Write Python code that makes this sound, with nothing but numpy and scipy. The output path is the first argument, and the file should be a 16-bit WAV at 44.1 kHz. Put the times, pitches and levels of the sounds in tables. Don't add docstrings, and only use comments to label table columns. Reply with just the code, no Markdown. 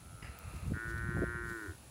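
import sys
import numpy as np
from scipy.fft import rfft, irfft, next_fast_len
from scipy.io import wavfile
from scipy.ndimage import uniform_filter1d, map_coordinates

SR = 44100
rng = np.random.default_rng(int(sys.argv[2]) if len(sys.argv) > 2 else 0)


def wav_out(sig):
    wavfile.write(sys.argv[1], SR, np.round(np.clip(np.atleast_2d(sig).T, -1, 1) * 32767).astype(np.int16))


N = 83790
TIME_S = np.arange(N) / SR


def amp(db):
    return 10 ** (np.asarray(db) / 20)


def unit(x):
    return x / np.sqrt(np.mean(x ** 2) + 1e-20)


def curve(rows):
    return np.interp(TIME_S, *np.transpose(rows))


def ramp(start_s, end_s):
    return np.clip((TIME_S - start_s) / (end_s - start_s), 0, 1)


def bell(at_s, half_width_s):
    return np.exp(-((TIME_S - at_s) / half_width_s) ** 2)


def wobble(rate_hz):
    knots = rng.standard_normal(int(N * rate_hz / SR) + 4)
    return map_coordinates(knots, [TIME_S * rate_hz])


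def filtered(x, response):
    size = 2 * next_fast_len(N)
    return irfft(rfft(x, size) * response(np.fft.rfftfreq(size, 1 / SR)), size)[:N]


def colour(points, hz):
    point_hz, db = np.transpose(points)
    gain = amp(np.interp(np.log(hz + 1), np.log(point_hz + 1), db))
    cepstrum = irfft(np.log(gain))
    cepstrum[1:len(cepstrum) // 2] *= 2
    cepstrum[len(cepstrum) // 2 + 1:] = 0
    return np.exp(rfft(cepstrum))


def resonance(hz, centre_hz, width_hz):
    return 1j * hz * width_hz / (centre_hz ** 2 - hz ** 2 + 1j * hz * width_hz)


def band(x, centre_hz, width_hz):
    return unit(filtered(x, lambda hz: resonance(hz, centre_hz, width_hz) ** 2))


def shaped(x, points):
    return unit(filtered(x, lambda hz: colour(points, hz)))


def noise(points):
    return shaped(rng.standard_normal(N), points)


def pasture():
    # (frequency [Hz], gain [dB])
    field_colour = [(30, -1), (80, -2), (200, -7.5), (400, -11.5), (800, -12), (1300, -18.5), (1900, -23),
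                    (3000, -20.5), (5000, -25.5), (7500, -24), (9000, -32.5), (12000, -51.5)]
    # (time [s], level [dB])
    hiss_db = [(0, -66), (.35, -67), (.55, -62.5), (.62, -63.5), (.72, -64.5), (.89, -63.5), (1.06, -67),
               (1.24, -65), (1.36, -69.5), (1.43, -67.5), (1.49, -60), (1.7, -61.5), (1.8, -65.5),
               (1.9, -63.5)]
    # (frequency [Hz], gain [dB])
    hiss_colour = [(1200, -9), (2700, -9), (4000, -3), (5500, -6.5), (7500, -2), (12000, -8), (15500, -7.5)]
    insects = amp(-65) * band(rng.standard_normal(N), centre_hz=10108, width_hz=1180)
    air = amp(-59.5) * noise(field_colour)
    return air + insects + amp(curve(hiss_db)) * noise(hiss_colour)


def rustles():
    # (time [s], level [dB], half-width [s])
    brushes = [(0.564, -56.5, 0.0055), (0.678, -58, 0.004), (0.9, -57.5, 0.0203), (0.982, -55.5, 0.0052),
               (1.499, -58.5, 0.0082), (1.834, -63, 0.0022)]
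    # (frequency [Hz], gain [dB])
    grass_colour = [(500, -13.5), (1200, 5.5), (2500, -13.5), (4000, -3.5), (8000, -9), (14000, -12.5)]
    return noise(grass_colour) * sum(amp(db) * bell(at_s, half_s) for at_s, db, half_s in brushes)


def scuff():
    # (onset [s], level [dB], t60 [s])
    decays = [(0.2246, -45.5, 0.063), (.245, -52.5, 0.44)]
    # (frequency [Hz], gain [dB])
    scuff_colour = [(300, -7.5), (1000, -5), (1700, 2), (2050, 5), (2400, -2), (2850, 0), (3400, -18.5),
                    (4400, -17.5), (5000, -3.5), (5500, -25.5), (6200, -17.5), (12000, -38.5)]
    envelope = sum((TIME_S >= at_s) * amp(db - 60 * np.abs(TIME_S - at_s) / t60_s)
                   for at_s, db, t60_s in decays)
    return envelope * noise(scuff_colour)


def tick():
    # (frequency [Hz], gain [dB])
    tick_colour = [(1000, -28.5), (8000, -14), (12000, -29.5), (14000, -4), (15400, 0)]
    return amp(-38) * bell(at_s=.3893, half_width_s=.00125) * noise(tick_colour)


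def wind():
    # (frequency [Hz], gain [dB])
    rumble_colour = [(18, -28.5), (35, -2.5), (60, 3), (100, 0), (170, -10), (260, -21.5), (420, -28),
                     (800, -42), (2000, -67)]
    # (time [s], level [dB], half-width [s])
    gusts = [(0.057, -53, 0.052), (0.145, -49, 0.039), (0.247, -45, 0.0153), (.297, -43, 0.0205),
             (0.473, -43.5, 0.0384), (0.561, -39, 0.0245), (0.675, -37, 0.056), (0.723, -34.5, 0.0405),
             (0.888, -41, 0.039), (0.961, -36.5, 0.0288), (1.058, -38, 0.0826), (1.173, -31, 0.02025),
             (1.207, -36, 0.06), (1.286, -40.5, 0.0314), (1.356, -41, 0.02027), (1.448, -43.5, 0.067),
             (1.52, -42, 0.0131), (1.845, -71, 0.0405)]
    breeze_db = -59
    rumble = noise(rumble_colour)
    running_rms = np.sqrt(np.abs(uniform_filter1d(rumble ** 2, size=1800)) + 1e-6)
    gust_power = sum((amp(db) * bell(at_s, half_s)) ** 2 for at_s, db, half_s in gusts)
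    return rumble / running_rms * np.sqrt(amp(breeze_db) ** 2 + gust_power)


def thumps(partials=9):
    # (time [s], peak [dB], centre [Hz], half-width [s])
    hits = [(0.228, -38, 220.3, 0.00307), (0.541, -41.5, 228, 0.0071), (.67, -33, 190.8, 0.00786),
            (0.723, -29, 330.9, 0.00364), (0.769, -36.5, 241.7, 0.0071), (1.049, -34.5, 169.2, 0.018),
            (1.09, -30.5, 170, 0.0131), (1.153, -30, 209.2, 0.0064), (1.171, -32, 470, 0.00359),
            (1.187, -33, 362.8, 0.0197), (1.222, -26.5, 330, 0.0044), (1.235, -24.5, 350, 0.00715)]
    bump_s, bump_db, bump_hz = 1.697, -38, 87
    log_spread = .6
    out = amp(bump_db) * bell(bump_s, .018) * np.sin(2 * np.pi * bump_hz * (TIME_S - bump_s))
    for at_s, db, centre_hz, half_s in hits:
        offsets = np.linspace(-1, 1, partials) + .06 * rng.standard_normal(partials)
        partial_hz = centre_hz * np.exp(log_spread * offsets)
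        cluster = sum(np.sin(2 * np.pi * (hz * TIME_S + rng.random())) / hz for hz in partial_hz)
        thump = bell(at_s, half_s) * cluster
        out = out + amp(db) * thump / np.abs(thump).max()
    return out


def fraying(start_s=1.5405, growth_per_s=14.84):
    return 1 + growth_per_s * np.maximum(TIME_S - start_s, 0)


def larynx(harmonics=48):
    # (time [s], pitch [Hz])
    pitch_hz = [(0, 82.12), (.24, 91.94), (.42, 99.49), (.6, 104.5), (.74, 109.4), (.81, 112.6),
                (.93, 114.1), (1.09, 116.8), (1.3, 117.9), (1.47, 116.8), (1.54, 115), (1.6, 109),
                (1.65, 101.6), (1.69, 84.97), (1.75, 62.48)]
    jitter, shimmer_db, rasp_db = .000622, .52, -27
    fray = fraying()
    rate_hz = curve(pitch_hz) * (1 + jitter * fray * wobble(60.62))
    phase = 2 * np.pi * np.cumsum(rate_hz) / SR
    pulses = unit(sum(np.cos(k * phase) for k in range(1, harmonics + 1)))
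    puffs = unit(rng.standard_normal(N) * (1 + np.cos(phase)) ** 2)
    return pulses * amp(shimmer_db * fray * wobble(80)) + amp(rasp_db) * fray * puffs


def low_throat(pulses):
    # (time [s], level [dB])
    low_db = [(.7, -95.5), (.75, -65.5), (.8, -52), (.92, -52.5), (.98, -59), (1.1, -51), (1.36, -50),
              (1.56, -52), (1.64, -54), (1.69, -50), (1.73, -59.5), (1.79, -91)]
    # (frequency [Hz], gain [dB])
    low_colour = [(110, -17.5), (230, -22), (300, 3.5), (350, 1), (400, 1), (460, -16.5), (600, -34),
                  (1000, -53.5)]
    waver_db = 3.22
    tone = shaped(pulses, low_colour) * amp(waver_db * wobble(24.965))
    breath = amp(-11.5) * np.sqrt(fraying()) * noise(low_colour)
    return (tone + breath) * amp(curve(low_db))


def nasal_hum(pulses):
    # (time [s], level [dB])
    hum_db = [(0, -71), (.07, -64.5), (.24, -60), (.54, -59), (.72, -67)]
    # (frequency [Hz], gain [dB])
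    nose_colour = [(150, -39), (550, -12), (850, -18.5), (1160, -21), (1270, -2), (1330, 2.5), (1420, -4),
                   (1560, -15), (1850, -22), (2200, -14), (2450, -27), (2760, -19), (3000, -35.5),
                   (4500, -32)]
    # (time [s], level [dB])
    air_db = [(0, -67), (.21, -92), (.25, -61), (.4, -59.5), (.66, -58), (.78, -67.5), (1.7, -76),
              (1.8, -68.5)]
    # (frequency [Hz], gain [dB])
    air_colour = [(200, -26), (550, 3.5), (900, 0), (1300, 2.5), (1700, -3.5), (2100, -2), (2400, 1.5),
                  (2700, 4.5), (3100, -20.5), (4200, -6), (7000, -54.5)]
    sink_ratio = 1.047
    relaxed = shaped(pulses, nose_colour)
    stretched = unit(filtered(pulses, lambda hz: colour(nose_colour, hz * sink_ratio)))
    stretch = ramp(.267, .516)
    hum = (1 - stretch) * relaxed + stretch * stretched
    mouth_closed = 1 - ramp(.735, .74)
    return hum * mouth_closed * amp(curve(hum_db)) + noise(air_colour) * amp(curve(air_db))


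def open_mouth(pulses):
    # (time [s], level [dB])
    call_db = [(.722, -88), (.738, -49), (.77, -43), (.86, -43), (.95, -44), (1.28, -41), (1.5, -42.5),
               (1.6, -47.5), (1.63, -45.5), (1.7, -52.5), (1.748, -66), (1.775, -80.5)]
    # (centre [Hz], width [Hz], gain [dB])
    formants = [(1471.2, 77.4, -0.5), (1840, 102.7, -4), (2302.6, 158.6, -13), (2995, 66, -27),
                (3320, 35.5, -23), (4090, 160, -33)]
    # (frequency [Hz], gain [dB])
    skirts = [(300, -52), (700, 2), (950, 14.5), (1300, 12), (1900, 5.5), (2030, 2), (2300, -0.5),
              (2600, -13), (2950, -2), (3900, -1), (4800, -15.5)]

    def throat(hz):
        peaks = sum((-1) ** k * amp(db) * resonance(hz, centre_hz, width_hz)
                    for k, (centre_hz, width_hz, db) in enumerate(formants))
        return colour(skirts, hz) * peaks

    buzz = unit(filtered(pulses, throat))
    side = amp(-17.5) * band(pulses, centre_hz=1011.8, width_hz=53)
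    jaw_drop = ramp(.994, 1.11)
    return (buzz + jaw_drop * side) * amp(curve(call_db))


def moo():
    pulses = larynx()
    return low_throat(pulses) + nasal_hum(pulses) + open_mouth(pulses)


def scene():
    return (moo() + wind() + thumps() + scuff() + tick() + rustles() + pasture())[None]


def record(dry):
    low_cut_hz, top_hz = 48, 15800
    return filtered(dry[0], lambda hz: (hz < top_hz) * hz ** 4 / np.sqrt(hz ** 8 + low_cut_hz ** 8))[None]


dry = scene()
out = record(dry)
wav_out(out)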